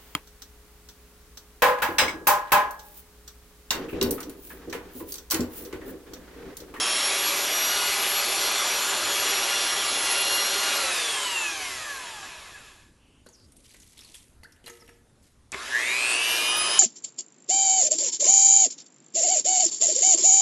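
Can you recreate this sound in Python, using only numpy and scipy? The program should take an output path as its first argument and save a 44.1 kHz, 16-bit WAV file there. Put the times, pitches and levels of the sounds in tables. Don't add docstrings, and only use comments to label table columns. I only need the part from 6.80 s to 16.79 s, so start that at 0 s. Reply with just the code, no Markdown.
import sys
import numpy as np
from scipy import signal
from scipy.fft import rfft, irfft
from scipy.io import wavfile
from scipy.ndimage import uniform_filter1d

SR = 44100
rng = np.random.default_rng(int(sys.argv[2]) if len(sys.argv) > 2 else 0)


def volts(x):
    e = np.asarray(x, float) / 20
    return 10 ** e


def wav_out(sig):
    wavfile.write(sys.argv[1], SR, np.round(np.clip(np.atleast_2d(sig).T, -1, 1) * 32767).astype(np.int16))


N = 440559
STEP = 128
POWER_OFF_S, POWER_ON_S, STILL_S = 3.965, 8.72, 6.22
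PINION_TEETH, ROTOR_SLOTS, MAINS_PULSE_HZ = 5, 12, 120
FULL_MESH_HZ = 1440

NOW_S = np.arange(N) / SR
MAINS_RAD = 2 * np.pi * MAINS_PULSE_HZ * NOW_S
T_S = np.arange(N // STEP + 1) * STEP / SR
ON_S = np.maximum(T_S - POWER_ON_S, 0)
AGAIN = T_S > POWER_ON_S - 1
BIN_HZ = np.fft.rfftfreq(1024, 1 / SR)[:, None]


def evened(x):
    return x / np.sqrt(np.mean(x ** 2) + 1e-20)


def peaked(x):
    return x / abs(x).max()


def read(points, hz):
    f, value = np.transpose(points)
    return np.interp(np.log(hz + 1), np.log(f + 1), value)


def add(mix, s, sound):
    part = mix[round(s * SR):][:len(sound)]
    part += sound[:len(part)]


def filled(control):
    return np.interp(np.arange(N) / STEP, np.arange(len(control)), control)


def drift(hz):
    steps = rfft(rng.standard_normal(N // STEP + 1))
    smooth = steps / (1 + (np.fft.rfftfreq(N // STEP + 1, STEP / SR) / hz) ** 4)
    return evened(irfft(smooth, N // STEP + 1))


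def ring(hz, t60_s, count=6000):
    t = np.arange(count) / SR
    return volts(-60 * t / t60_s) * np.sin(2 * np.pi * hz * t)


def puff(t60_s):
    return rng.standard_normal(2000) * volts(-60 * np.arange(2000) / SR / t60_s)


def tone(phase, db):
    return filled(np.sqrt(2) * volts(db)) * np.cos(phase)


def colour(x, shape_db, patchy_db):
    z = signal.stft(x, nperseg=1024, noverlap=768)[2]
    patches = rng.standard_normal(z.T.shape).T
    patches = uniform_filter1d(patches, size=10, axis=0)
    patches = evened(uniform_filter1d(patches, size=12, axis=1))
    return signal.istft(z * volts(shape_db + patchy_db * patches), nperseg=1024, noverlap=768)[1][:N]


def background():
    # f/Hz, density/dB
    floor = [(12, -32), (36, 0), (71, 1.5), (146, -11.5), (271, -8.5), (318, -12), (693, -22.5),
             (1220, -25.5), (2880, -30), (3970, -30.5), (10400, -31.5), (12300, -41.5), (15900, -82),
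             (22000, -120)]
    return volts(-59.5) * evened(colour(rng.standard_normal(N), read(floor, BIN_HZ), patchy_db=2.0))


def room(x):
    # f/Hz, t60/s
    decay = [(200, 0.82), (1500, 0.83), (5000, 0.15), (12000, 0.83)]
    taps = np.zeros(SR // 2)
    at = np.arange(300, len(taps) - 20, 20)
    taps[at + rng.integers(0, 20, len(at))] = rng.choice([-1., 1.], len(at))
    hz, t, z = signal.stft(taps, SR, nperseg=256)
    tail = signal.istft(z * volts(-60 * t / read(decay, hz)[:, None]), SR, nperseg=256)[1]
    return signal.fftconvolve(x, tail / np.linalg.norm(tail))[:N]


def trickle():
    # t/s, level/dB, centre f/Hz
    pours = [
        [(6.44, -65, 4570), (6.776, -63, 7820), (6.866, -51.5, 4270), (7.106, -53.5, 7200),
         (7.176, -52.5, 3770), (7.372, -48.5, 6870), (7.56, -74, 4830)],
        [(7.83, -68, 4460), (7.87, -51, 4700), (8.18, -66, 4260)],
        [(8.4, -79, 6640), (8.444, -55, 7160), (8.56, -73, 5310)],
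    ]
    out = np.zeros(N)
    for rows in pours:
        s, *columns = np.transpose(rows)
        t = np.arange(s[0], s[-1], 1 / SR)
        level_db, centre_hz = (np.interp(t, s, c) for c in columns)
        size = volts(1.6 * np.minimum(rng.exponential(1, len(t)), 5)) * rng.choice([-1, 1], len(t))
        size *= volts(4.0 * evened(uniform_filter1d(rng.standard_normal(len(t)), size=300)))
        chance, fall = rng.random((24, len(t))), np.zeros(len(t))
        for k, hz in enumerate(np.geomspace(1900, 12000, 24)):
            near = 0.25 + np.exp(-(np.log(hz / centre_hz) / 0.82) ** 2)
            onset = np.minimum(np.arange(600) * hz / SR, 1)
            grain = volts(5.4 * np.log2(hz / 4000)) * ring(hz, 25 / hz, count=600) * onset
            hits = size * (chance[k] < 300 * near / SR)
            fall += signal.oaconvolve(hits, grain)[:len(t)]
        fall /= np.sqrt(uniform_filter1d(fall ** 2, size=3000) + 1e-9)
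        add(out, s[0], volts(level_db - 6.5) * fall * signal.windows.tukey(len(t), .05))
    return out


def lumps():
    # t/s, peak/dB, ring f/Hz
    landings = [(6.463, -49, 1520), (6.467, -51, 4500), (6.4876, -47, 6650), (6.7205, -51, 9150),
                (6.7664, -49.5, 9100), (6.856, -52, 3120), (6.9137, -51, 4520), (6.943, -47, 2100),
                (7.0, -49, 6810), (7.0194, -51, 6330), (7.1785, -44, 3800), (7.191, -41.5, 3640),
                (7.2074, -45, 5410), (7.219, -50, 2510), (7.247, -44, 4300), (7.3437, -40, 3300),
                (7.352, -40, 8500), (7.365, -49, 5660), (7.4, -54, 3450), (7.634, -47, 4500),
                (7.642, -48, 4600), (7.7217, -49, 5400), (7.762, -60, 3000), (7.897, -40.5, 6600),
                (7.841, -51, 3000), (7.861, -39, 4060), (7.871, -39.5, 2840), (7.8793, -36, 1900),
                (8.078, -49, 2660), (8.0922, -47, 1920)]
    out = np.zeros(N)
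    for s, db, hz in landings:
        body = signal.oaconvolve(puff(0.07), ring(hz, 0.0052, count=2000))
        add(out, s, volts(db + 2) * peaked(body))
        add(out, s, volts(db - 1.0) * np.diff(puff(0.029)))
    return out


def glides():
    # t/s, length/s, start f/Hz, end f/Hz, level/dB, waver/0-1
    sweeps = [
        (6.15, 0.32, 2750, 3000, -66, .1),
        (6.523, 0.045, 7060, 4800, -54, 0.08),
        (6.55, 0.13, 5000, 4750, -61, 0.07),
        (7.645, 0.02, 1325, 1990, -45, 0),
        (7.997, .035, 5750, 5000, -55, 0.04),
        (8.03, .12, 5650, 5550, -68, 0.015),
    ]
    out = np.zeros(N)
    for s, length_s, start_hz, end_hz, db, rough in sweeps:
        count = round(length_s * SR)
        waver = 1 + rough * evened(uniform_filter1d(rng.standard_normal(count), size=40))
        turns = np.cumsum(np.geomspace(start_hz, end_hz, count) * waver) / SR
        add(out, s, volts(db) * np.sin(2 * np.pi * turns) * signal.windows.tukey(count, .5))
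    return out


def knocks():
    # t/s, peak/dB, brightness/(dB/octave)
    hits = [(6.462, -52, -16), (6.486, -65, -8), (7.633, -40, 11), (7.842, -43, -21), (7.867, -42, 2),
            (7.879, -46, 7), (7.899, -35, 2), (8.022, -42.5, 2), (8.048, -55, -1), (8.089, -43, 4),
            (8.219, -59, -12)]
    # f/Hz, level/dB, t60/s
    modes = [(250, -3, .08), (365, 0, .25), (470, 0, .25), (700, -4, .05), (900, -4, .05), (1290, -8, .11),
             (1750, -3, .04), (2000, -4, .04)]
    out = np.zeros(N)
    for s, db, bright_db in hits:
        body = sum(volts(d + bright_db * np.log2(f / 400)) * ring(f, t60, count=12000) for f, d, t60 in modes)
        add(out, s, volts(db) * peaked(signal.oaconvolve(body, puff(0.0067))))
    return out


def clicks():
    # t/s, peak/dB, ring f/Hz
    trigger = [
        (8.7188, -23.5, 7050),
        (8.727, -29, 1900),
        (8.728, -25, 2330),
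        (8.736, -25, 2530),
        (8.7435, -21, 2200),
        (8.751, -34.5, 385),
    ]
    # t/s, peak/dB, ring f/Hz
    clods = [
        (6.4635, -44, 524),
        (6.4675, -50, 380),
        (6.489, -53, 910),
        (6.494, -58, 700),
    ]
    out = np.zeros(N)
    for s, db, hz in [*trigger, *clods]:
        add(out, s, volts(db) * peaked(signal.oaconvolve(puff(0.022), ring(hz, 14 / hz, count=2000))))
    return out


def mesh_rate():
    # t/s, mesh f/Hz
    stirring = [
        (0.0, 1347),
        (0.14, 1372),
        (0.35, 1405),
        (0.56, 1430),
        (0.77, 1440),
        (1.54, 1441),
        (2.1, 1429),
        (3.22, 1397),
        (3.96, 1424),
    ]
    s, hz = np.transpose(stirring)
    drag_hz, coast_per_s, slowest_hz = 1467, .3511, 20
    angle = np.arctan(hz[-1] / drag_hz) - coast_per_s * (T_S - POWER_OFF_S)
    coast = np.maximum(drag_hz * np.tan(np.maximum(angle, 0)), slowest_hz)
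    climb_hz, climb_lead_s, climb_s, creep_hz_per_s = 1194, .122, .498, 67.5
    kick_hz, kick_s = 115, .12
    climb = climb_hz * np.tanh((ON_S + climb_lead_s) / climb_s) + creep_hz_per_s * ON_S
    climb += kick_hz * np.exp(-(ON_S / kick_s) ** 2)
    before = np.where(T_S < POWER_OFF_S, np.interp(T_S, s, hz), coast)
    return np.where(AGAIN, climb, before)


def housing_db(hz):
    # f/Hz, width/Hz, level/dB
    modes = [(363, 170, -4.5), (555, 42, -14), (1060, 138, -4.5), (1690, 94, 5), (2560, 130, -0.5),
             (3300, 1500, -7), (7200, 350, -2.5), (10140, 1200, -10)]
    top = max(db for _, _, db in modes)
    lift = sum(volts(db - top) ** 2 / (1 + (2 * (hz - f) / w) ** 2) for f, w, db in modes)
    return 10 * np.log10(0.066 + lift)


def radiated_db(hz):
    return 0.83 * housing_db(hz) - 10 * np.log10(1 + (330 / hz) ** 6 + (hz / 13000) ** 30)


def bucket_rumble():
    rub_s, rub_length_s, rub_db = 1.9, 0.96, 11
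    rub = np.clip((T_S - rub_s) / rub_length_s, 0, 1)
    rumble_db = -72.5 + 12 * ON_S + rub_db * np.sqrt(abs(np.sin(np.pi * rub)))
    band = signal.butter(2, [.0025, .008], "band")
    shake = evened(signal.lfilter(*band, rng.standard_normal(N)))
    return filled(volts(rumble_db)) * shake


def rattle(angle, rotor_hz):
    out, place = np.zeros(N), (angle / (2 * np.pi) % 1) * 2048
    blend = 11 * NOW_S
    for low, high in [(6, 43), (43, 110)]:
        audible = np.clip((SR / 2 - high * rotor_hz) / 2000, 0, 1)
        for k in range(3):
            lines = np.zeros(1025, complex)
            lines[low:high] = rng.standard_normal(high - low) + 1j * rng.standard_normal(high - low)
            turn = np.interp(place, np.arange(2049), np.resize(irfft(lines) * 1024, 2049))
            out += turn * audible * np.cos(blend + k * np.pi / 3) ** 2
    return out * np.sqrt(rotor_hz / SR)


def air_roar(angle, rate, roar_db, vent_db):
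    # f/Hz, density/dB
    roar = [(53, -55.5), (90, -32.5), (205, -16.5), (404, -4.5), (506, -10), (573, -3), (900, -3.5),
            (1200, -1), (1810, -6.5), (2010, -2.5), (6090, -5), (7960, -10), (10600, -10.5), (11500, -7.5),
            (12300, -47.5), (15900, -86), (22000, -120)]
    coast_treble_db, start_dull_db, start_dull_s = 5, -9, 0.096
    loose_driven, loose_coasting, slacken_s = .08, .36, .9
    rotor_hz = rate / PINION_TEETH
    dull_db = start_dull_db * np.exp(-ON_S / start_dull_s)
    treble_db = np.where(AGAIN, dull_db, coast_treble_db * np.clip(T_S - POWER_OFF_S, 0, 1))
    treble_db += .15 * vent_db
    frames = np.minimum(np.arange(-(-N // 256) + 1) * 256 // STEP, len(T_S) - 1)
    slow = 1 - rotor_hz[frames] / rotor_hz.max()
    tilt = treble_db[frames] - np.median(treble_db[T_S < 4])
    tilt = tilt * np.clip(np.log(BIN_HZ / 1500 + .01) / 3.1, 0, 1)
    slack = ~AGAIN * np.clip((T_S - POWER_OFF_S) / slacken_s, 0, 1)
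    loose = filled((loose_driven + loose_coasting * slack) * np.clip(rotor_hz / 110, 0, 1))
    drive = np.sqrt(1 - loose) * rng.standard_normal(N)
    drive += np.sqrt(2 * loose) * rattle(angle, filled(rotor_hz))
    shape_db = read(roar, BIN_HZ) + tilt + (0.38 + 1.3 * slow) * housing_db(BIN_HZ)
    air = colour(drive, shape_db, patchy_db=1.5)
    low_band = signal.lfilter(*signal.butter(2, [.0136, .05], "band"), air)
    return air * filled(volts(roar_db - 3.5)) / np.sqrt(uniform_filter1d(low_band ** 2, size=16000))


def slot_buzz(angle, rate, roar_db, near_db):
    # offset/mains pulses, level/dB
    sidebands = [(-1.8, -10), (-1., -1), (0., 0), (1., -1), (2.6, -10)]
    # multiple of slot tone, level over a blend of buzz and roar/dB
    upper = [(2., -8), (3., -7), (4., -6)]
    slot_hz = ROTOR_SLOTS * rate / PINION_TEETH
    torque = np.clip((1 - rate / FULL_MESH_HZ) / 0.18, 0, 1)
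    buzz_db = -41.5 + 10.5 * torque + near_db
    wake_s, wake_length_s, asleep_db = .23, .05, -18
    buzz_db += asleep_db * AGAIN * np.clip((wake_s - ON_S) / wake_length_s, 0, 1)
    out = np.zeros(N)
    for m, db in sidebands:
        phase = ROTOR_SLOTS * angle + m * MAINS_RAD + filled(0.19 * drift(2.6))
        lift_db = 0.9 * housing_db(slot_hz + m * MAINS_PULSE_HZ)
        out += tone(phase, buzz_db + db + 1.8 * drift(7.9) + 6 + lift_db)
    upper_db = 0.51 * buzz_db + 0.72 * roar_db + 4 + 10 * np.log10(rate / FULL_MESH_HZ)
    for k, top_db in upper:
        for m, db in sidebands[1:4]:
            level_db = upper_db + top_db + db + 7.2 * drift(5.8) + radiated_db(k * slot_hz)
            out += tone(k * ROTOR_SLOTS * angle + m * MAINS_RAD, level_db)
    return out


def shaft_tones(angle, rate, roar_db):
    # turns of rotor, level over roar/dB
    orders = [(1.4, -11), (2, -8.5), (2.8, -8.5), (4.2, -9), (5.6, -16.5), (7, -11), (9, -17), (14, -10.5),
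              (16, -7.5), (17, -15), (22, -13), (25, -4.5), (35, -7), (36, -6.5), (39, -7.5), (41, -11.5),
              (48, -5.5), (60, -5)]
    decades = np.log10(rate / FULL_MESH_HZ)
    out = np.zeros(N)
    for k, db in orders:
        level_db = roar_db + db + .45 * k * decades + radiated_db(k * rate / PINION_TEETH)
        out += tone(k * angle + k, level_db + 2.66 * drift(3.3) + 3 * drift(32))
    return out


def gear_mesh(angle, rate, roar_db, vent_db, tooth_db):
    # multiple of mesh rate, level over roar/dB, speed slope/(dB/decade), vent share, tooth share
    harmonics = [(1, -6, -2, .1, 0.27), (2, -0.5, -16.5, .1, 1), (3, 0.5, 12, 0.048, 0.26),
                 (4, 3.5, 7.5, .1, 0.72), (8, 6, 2., 0.69, .1)]
    coast_mesh_db = [8.5, -0.5, 8.5, -1.5, -1]
    decades = np.log10(rate / FULL_MESH_HZ)
    coasting = np.clip((T_S - POWER_OFF_S) / .05, 0, 1) * ~AGAIN
    out = np.zeros(N)
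    for (k, db, speed_db, vent, tooth), coast_db in zip(harmonics, coast_mesh_db):
        lift_db = housing_db(k * rate)
        level_db = roar_db + db + speed_db * decades + vent * vent_db + tooth * tooth_db
        level_db += coast_db * coasting + 0.9 * lift_db + 0.44 * coasting * (lift_db + 8.5)
        level_db -= 10 * np.log10(1 + (700 / (k * rate)) ** 6)
        level_db += 3 * drift(2.3) + 2.32 * drift(22)
        out += tone(k * PINION_TEETH * angle + k, level_db)
    return out


def mixer():
    # t/s, nearness/dB, vents to microphone/dB, pressure on teeth/dB
    hold = [(0, 0.5, -3.5, 4.5), (.22, 0, 8.5, 2), (.6, -0.5, 4, -9), (.9, 0, 3.5, 7),
            (1.3, -0.5, 10, -2.5), (1.75, 1, -6, -0.5), (2.2, 0.5, -12, -6), (2.55, 0.5, -2, 4.5),
            (3.0, -0.5, -9.5, 1), (3.35, 0, 5.5, 7), (3.9, 0, -12, 4), (4.4, -1, 11, -5.5),
            (5.1, -1.5, -5, 2.5), (6.0, 1.5, -5, -18), (8.72, 0, -9, -14), (9.1, -0.5, -3, 2),
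            (9.5, 0, -1, 6), (9.99, 0.5, 0.5, 3.5)]
    hold_s, *columns = np.transpose(hold)
    near_db, vent_db, tooth_db = (np.interp(T_S, hold_s, c) for c in columns)
    rate = uniform_filter1d(mesh_rate(), size=12)
    roar_db = -33.5 + 25 * np.log10(rate / FULL_MESH_HZ) + near_db
    angle = 2 * np.pi * np.cumsum(filled(rate / PINION_TEETH + 0.1557 * drift(25.6))) / SR
    turning = np.clip(np.maximum((NOW_S - POWER_ON_S) / 0.004, (STILL_S - NOW_S) / 0.048), 0, 1)
    current = np.clip(np.maximum(POWER_OFF_S - NOW_S, NOW_S - POWER_ON_S) / 0.016, 0, 1)
    out = gear_mesh(angle, rate, roar_db, vent_db, tooth_db)
    out += shaft_tones(angle, rate, roar_db)
    out += current * slot_buzz(angle, rate, roar_db, near_db)
    out += air_roar(angle, rate, roar_db, vent_db) * (1 + 0.053 * current * np.cos(MAINS_RAD))
    return turning * (out + bucket_rumble())


def scene():
    tool = mixer()
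    scoop = trickle() + lumps() + glides() + knocks() + clicks()
    mono = tool + scoop + room(volts(-9.5) * tool + volts(-6.5) * scoop) + background()
    return np.array([mono, mono])


def low_pass(x):
    return signal.sosfilt(signal.butter(12, 12410, fs=SR, output="sos"), x)


def record(dry):
    edge = signal.firwin(301, 12000, window=("kaiser", 8), fs=SR)
    hz, _, z = signal.stft(np.convolve(dry[0], edge, "same"), SR, nperseg=2048, noverlap=1024)
    power = uniform_filter1d(abs(z[:1024]) ** 2, size=2, axis=1).reshape(64, 16, -1)
    masker = np.maximum.accumulate(power.max(1) * (hz[:1024:16, None] > 8800), axis=0)
    masked = (power.mean(1) < masker * volts(-18.5) ** 2) & (power.max(1) < masker / 10)
    z[:1024] *= 1 - np.repeat(masked, 16, axis=0)
    mono = signal.istft(z, nperseg=2048, noverlap=1024)[1][:N]
    return low_pass(np.array([mono, mono]))


dry = scene()
out = record(dry)
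wav_out(out)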